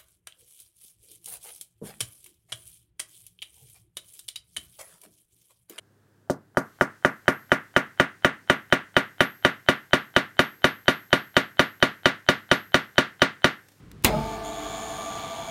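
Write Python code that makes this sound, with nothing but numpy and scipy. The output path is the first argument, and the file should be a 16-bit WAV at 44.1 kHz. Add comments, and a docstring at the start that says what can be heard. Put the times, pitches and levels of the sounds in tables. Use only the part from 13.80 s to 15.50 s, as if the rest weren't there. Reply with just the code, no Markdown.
"""In a workshop, a heavy power switch on a machine tool is thrown. The lever ticks, then the
contacts slam and the steel cabinet rings. The motors take up load with a short groan and a shudder,
and settle into a whine with beating fan tones and rushing air. A magnet core buzzes at twice the
supply frequency. Tones swell and fade as the listener moves along the machine."""
import sys
import numpy as np
from scipy import signal
from scipy.fft import rfft, irfft, next_fast_len
from scipy.io import wavfile
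from scipy.ndimage import map_coordinates

SR = 44100
rng = np.random.default_rng(int(sys.argv[2]) if len(sys.argv) > 2 else 0)


def inscribe(sig):
    """Save sig as 16-bit PCM at rate SR to the path in sys.argv[1].

    A 1-D sig is mono; a 2-D sig holds one channel per row.
    Samples are clipped to [-1, 1] before scaling.
    """
    pcm = np.round(np.clip(np.atleast_2d(sig).T, -1, 1) * 32767)
    wavfile.write(sys.argv[1], SR, pcm.astype(np.int16))


N = 74970
SLAM_S, RUN_S = 0.2455, 0.285  # when the contacts slam and the motors start

# The switch's hits. Each row: start in seconds, level in dB.
HITS = [(0.115, -40), (0.2245, -46), (0.2377, -31), (0.2403, -24), (0.2455, -12), (0.2464, -3.5),
        (0.2515, -30)]
# The colour of a hit. Each row: frequency in Hz, level in dB.
HIT_COLOUR = [(200, 4), (1000, -6), (3500, 1), (5500, -6), (8000, -4.5), (12000, -4), (16000, -6)]

def switch():
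    """Each contact gives a short, bright crack."""
    return noise(HIT_COLOUR) * sum(amp(db) * struck(s, rise=0.00022, t60=0.016) for s, db in HITS)


# The cabinet's dense wash of ringing. Each row: frequency in Hz, level in dB.
WASH_COLOUR = [(24, -39), (40, -6.5), (183, -5.5), (235, 3.5), (301, -1.5), (387, -0.5), (496, -4),
               (722, -2), (778, -4.5), (1080, -10), (1160, -9.5), (1380, -9), (1640, -11), (1960, -5.5),
               (2110, -1), (3140, -10), (3470, -7.5), (4460, -10), (5050, -17), (6980, -13.5),
               (10400, -16.5), (13000, -10), (15500, -17)]
# How long the wash lasts. Each row: frequency in Hz, seconds to fade by 60 dB.
WASH_FADE = [(60, 1), (250, 0.43), (800, 0.57), (2000, 0.19), (4000, 0.17), (8000, 0.13), (15000, 0.085)]
# Clear notes of switch and panel. Each row: pitch in Hz, level in dB, seconds to fade by 60 dB.
STEEL_NOTES = [(233, -23.5, 0.26), (364.4, -22.5, 0.15), (1077, -23, 0.12), (1580, -25, 0.091),
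               (2260, -19, 0.074), (2806, -12.5, 0.051), (3420, -24, 0.11), (3650, -37, 0.064),
               (4050, -21, 0.062), (5050, -44, 0.85), (6780, -31.5, 0.13)]

def cabinet():
    """The slam rings a few clear notes and a dense wash whose treble dies first."""
    rise_s = 0.0022
    age = np.maximum(clock() - SLAM_S, 0)
    hz, t, bands = signal.stft(noise(WASH_COLOUR), SR, nperseg=256)
    fade = amp(-60 * np.maximum(t - SLAM_S, 0) / along(WASH_FADE, hz)[:, None])
    wash = signal.istft(bands * fade, SR, nperseg=256)[1][:N] * (1 - np.exp(-age / rise_s))
    ring = sum(amp(db) * struck(SLAM_S, rise_s, t60) * np.sin(2 * np.pi * f * age + 0.5 * wobble(117.8))
               for f, db, t60 in STEEL_NOTES)
    return amp(-15) * wash + ring


# The groan's tones. Each row: peak time in seconds, pitch in Hz, level in dB,
# rise in seconds, seconds to fade by 60 dB.
GROAN_TONES = [(.349, 632, -28.5, 0.032, 0.14), (0.328, 856, -27, 0.0081, 0.24),
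               (0.377, 883, -34.5, 0.06, 1.09), (0.351, 1255, -30, 0.012, 0.046),
               (.369, 172, -24, .018, 0.055), (0.373, 146, -33, 0.054, 0.39), (0.38, 340, -41, 0.032, 0.31),
               (0.365, 221, -36, 0.041, 0.52), (0.43, 100, -46, 0.067, 1.3),
               (0.33, 48.3, -37.5, 0.081, 1.76)]

def groan():
    """Shuddering tones swell and fade as the motors take up load."""
    t, out = clock(), np.zeros(N)
    fade_in = np.clip((t - SLAM_S) / 0.04, 0, 1)
    for s, hz, db, rise, t60 in GROAN_TONES:
        swell = np.where(t < s, np.exp((t - s) / rise), amp(-60 * np.abs(t - s) / t60))
        note = tone(hz * (1 + 0.0072 * wobble(61.1)))
        shudder_db = 2.7 * wobble(69.96) + 1.9 * wobble(17.9)
        out += amp(db + shudder_db) * swell * note
    return out * fade_in


# The fans' tones. Each row: pitch in Hz, level in dB, time of that level in seconds,
# drop in dB per second before and after it (a negative drop is a rise).
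FAN_NOTES = [(220.4, -52, 0.47, 6.5), (296.4, -51.5, .8, 13.5), (302.7, -47, 0.82, 16.5),
             (340.4, -53, 0.5, 13.5), (400, -51, 0.4, 10), (439, -42.5, 0.4, 13.5), (500, -58, 1.6, 11),
             (632.7, -52, 0.46, 7), (700.5, -49, 0.66, 8), (749, -47.5, 1, 17), (761, -48.5, 1.07, 13),
             (781, -59, 0.87, -4), (824, -51.5, 0.97, 6), (880.5, -48, 0.76, 17), (894, -50, 1.66, 25),
             (964, -51, 1.65, 23), (1056, -57, 1.2, 20), (1097, -48, 1.15, 31), (1220, -58, 0.81, 11),
             (1223.5, -53, 1, 17), (1755, -53.5, 0.99, 11.5), (2303, -54, 1.65, 4.5), (4100, -60, 1.5, 12),
             (4370, -62, 1.26, -2)]
# Blade tones of similar fans, close enough in pitch to beat. Each row: as above.
BLADE_NOTES = [(660.8, -41.5, .75, 4), (673.1, -43, 1.6, 8), (685.3, -44.5, .7, 7)]

def fans():
    """Fan tones flutter and blade tones beat; most swell as the listener passes their vent."""
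    t, out = clock(), np.zeros(N)
    in_step_s = 1.441  # the blade tones line up here
    for hz, db, s, drop in FAN_NOTES:
        level = amp(db - drop * np.abs(t - s) + 1.5 * wobble(14.3))
        roughness = 1 + 0.27 * wobble(90)
        out += level * roughness * tone(hz * (1 + 0.002 * wobble(30)))
    for hz, db, s, drop in BLADE_NOTES:
        phase = 2 * np.pi * hz * (t - in_step_s) + 0.14 * wobble(24)
        out += amp(db - drop * np.abs(t - s)) * np.sqrt(2) * np.cos(phase)
    fade_in = 1 - np.exp(-np.maximum(t - RUN_S, 0) / 0.018)
    return out * fade_in


# How loud the whine is. Each row: time in seconds, level in dB.
WHINE_LEVEL = [(.3, -67), (.47, -47.5), (.8, -47.5), (1.1, -49.5), (1.23, -40.5), (1.54, -43), (1.63, -54),
               (1.7, -58)]

def motor():
    """The motor whines at a nearly steady pitch with a slightly rough level."""
    level = amp(curve(WHINE_LEVEL) + 1.4 * wobble(59.94))
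    return level * tone(hz=1173.6 + 1.05 * wobble(15.2)) * (clock() > RUN_S)


# The colour of the rushing air. Each row: frequency in Hz, level in dB.
RUSH_COLOUR = [(18, -50), (30, -40), (221, -12), (374, -19), (449, -17), (554, -21), (666, -6.5),
               (740, -12.5), (988, -17), (1160, -10), (1280, -19), (1600, -17.5), (1860, -26), (2290, -17),
               (2540, -24.5), (3490, -23.5), (4910, -29), (5900, -32.5), (6720, -32.5), (7870, -38),
               (9220, -30.5), (10500, -42.5), (12300, -37), (16000, -40.5)]
# How loud it is. Each row: time in seconds, level in dB.
RUSH_LEVEL = [(.25, -50), (.33, -38), (.6, -42.5), (.9, -40), (1.3, -40.5), (1.7, -40.5)]

def air():
    """Cooling air rushes once the power is on."""
    return noise(RUSH_COLOUR) * amp(curve(RUSH_LEVEL) + 0.55 * wobble(12.3)) * (clock() > SLAM_S)


# The core's rattles. Each row: centre in Hz, width in Hz, level in dB, delay in seconds.
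RATTLES = [(3460, 720, -45.5, 0.0014), (6630, 490, -47.5, 0.0017), (6944, 540, -47.5, 0.0001),
           (9250, 530, -54, 0.0047), (12260, 2400, -62.5, 0.0025)]
# How the whole buzz rises and falls. Each row: time in seconds, gain in dB.
BUZZ_GAIN = [(.28, -12), (.36, -15), (.55, -8), (.605, -30), (.622, -22), (.65, -2), (.74, -4.5),
             (.82, -3.5), (1.03, -1.5), (1.25, -1.5), (1.45, -5.5), (1.7, -3.5)]

def core_buzz():
    """The core rattles at each magnetic pull and more weakly on release, each cycle much alike."""
    buzz_hz, pull_at_s = 96.4, 0.9274
    rise_s, decay_s = 0.0003, 0.0014
    t, out = clock(), np.zeros(N)

    def pulse(cycles):
        age = cycles % 1 / buzz_hz
        return (1 - np.exp(-age / rise_s)) * np.exp(-age / decay_s)

    for hz, width, db, delay in RATTLES:
        cycles = (t - pull_at_s - delay) * buzz_hz
        repeated = map_coordinates(rng.standard_normal(1024), [cycles % 1 * SR / buzz_hz], order=5)
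        drive = repeated + amp(3.5) * rng.standard_normal(N)
        ring = signal.hilbert(filtered(drive, lambda f: 1 / (1 + ((f - hz) / width * 2) ** 2)))
        evened = ring.real / (np.abs(ring) + 0.34 * np.std(ring))
        beats = pulse(cycles) + amp(-18) * pulse(cycles + 0.5) + 0.17  # pull, release, steady part
        flicker_db = 1.2 * wobble(59.7)
        drift_db = 1.73 * wobble(5.12)  # each rattle swells on its own as the listener moves
        out += amp(db + flicker_db + drift_db) * unit(evened * beats)
    return out * amp(curve(BUZZ_GAIN)) * (t > SLAM_S)


# The colour of the room's rumble. Each row: frequency in Hz, level in dB.
RUMBLE_COLOUR = [(15, -43), (25, -15), (55, -8.5), (76, -11), (141, -8), (476, -25), (531, -31),
                 (754, -34.5), (1260, -32), (9320, -51), (16000, -59)]

def workshop():
    """The room rumbles, low and steady."""
    return amp(-48) * noise(RUMBLE_COLOUR)


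def amp(db):
    """Turn decibels into a gain."""
    return 10 ** (np.asarray(db) / 20)


def unit(x):
    """Scale to an average (rms) level of 1."""
    return x / np.sqrt(np.mean(x ** 2) + 1e-20)


def clock():
    """The time of each sample in seconds."""
    return np.arange(N) / SR


def along(points, hz):
    """Read between (Hz, value) points on a log frequency scale."""
    f, v = np.transpose(points)
    return np.interp(np.log(hz + 1), np.log(f + 1), v)


def curve(rows):
    """Join (seconds, value) points with straight lines."""
    return np.interp(clock(), *np.transpose(rows))


def wobble(rate):
    """A smooth curve through `rate` random points a second."""
    return map_coordinates(rng.standard_normal(1024), [clock() * rate + 2], mode="wrap")


def filtered(x, response):
    """Scale each frequency in x by response(hz)."""
    size = next_fast_len(N + SR // 2)
    return irfft(rfft(x, size) * response(np.fft.rfftfreq(size, 1 / SR)), size)[:N]


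def noise(colour):
    """Noise of level 1 with the given balance of low and high."""
    return unit(filtered(rng.standard_normal(N), lambda hz: amp(along(colour, hz))))


def struck(s, rise, t60):
    """The loudness of a blow at time s: it rises, and fades by 60 dB in t60 seconds."""
    age = np.maximum(clock() - s, 0)
    return (1 - np.exp(-age / rise)) * amp(-60 * age / t60)


def tone(hz):
    """A pure tone of level 1 that follows a pitch curve."""
    return np.sqrt(2) * np.sin(2 * np.pi * (np.cumsum(hz) / SR + rng.random()))


def scene():
    """Switch and machine over the workshop's rumble, in one channel."""
    return (switch() + cabinet() + groan() + fans() + motor() + air() + core_buzz() + workshop())[None]


def record(dry):
    """Drop the deepest bass, round off the tallest peaks and cut the highest treble."""
    bottom_hz, top_hz, peak_limit = 36, 16000, 0.78
    low_cut = signal.sosfilt(signal.butter(6, bottom_hz, "highpass", fs=SR, output="sos"), dry[0])
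    rounded = low_cut / (1 + (low_cut / peak_limit) ** 6) ** (1 / 6)
    return filtered(rounded, lambda hz: 1 / (1 + (hz / top_hz) ** 120))[None]


dry = scene()
out = record(dry)
inscribe(out)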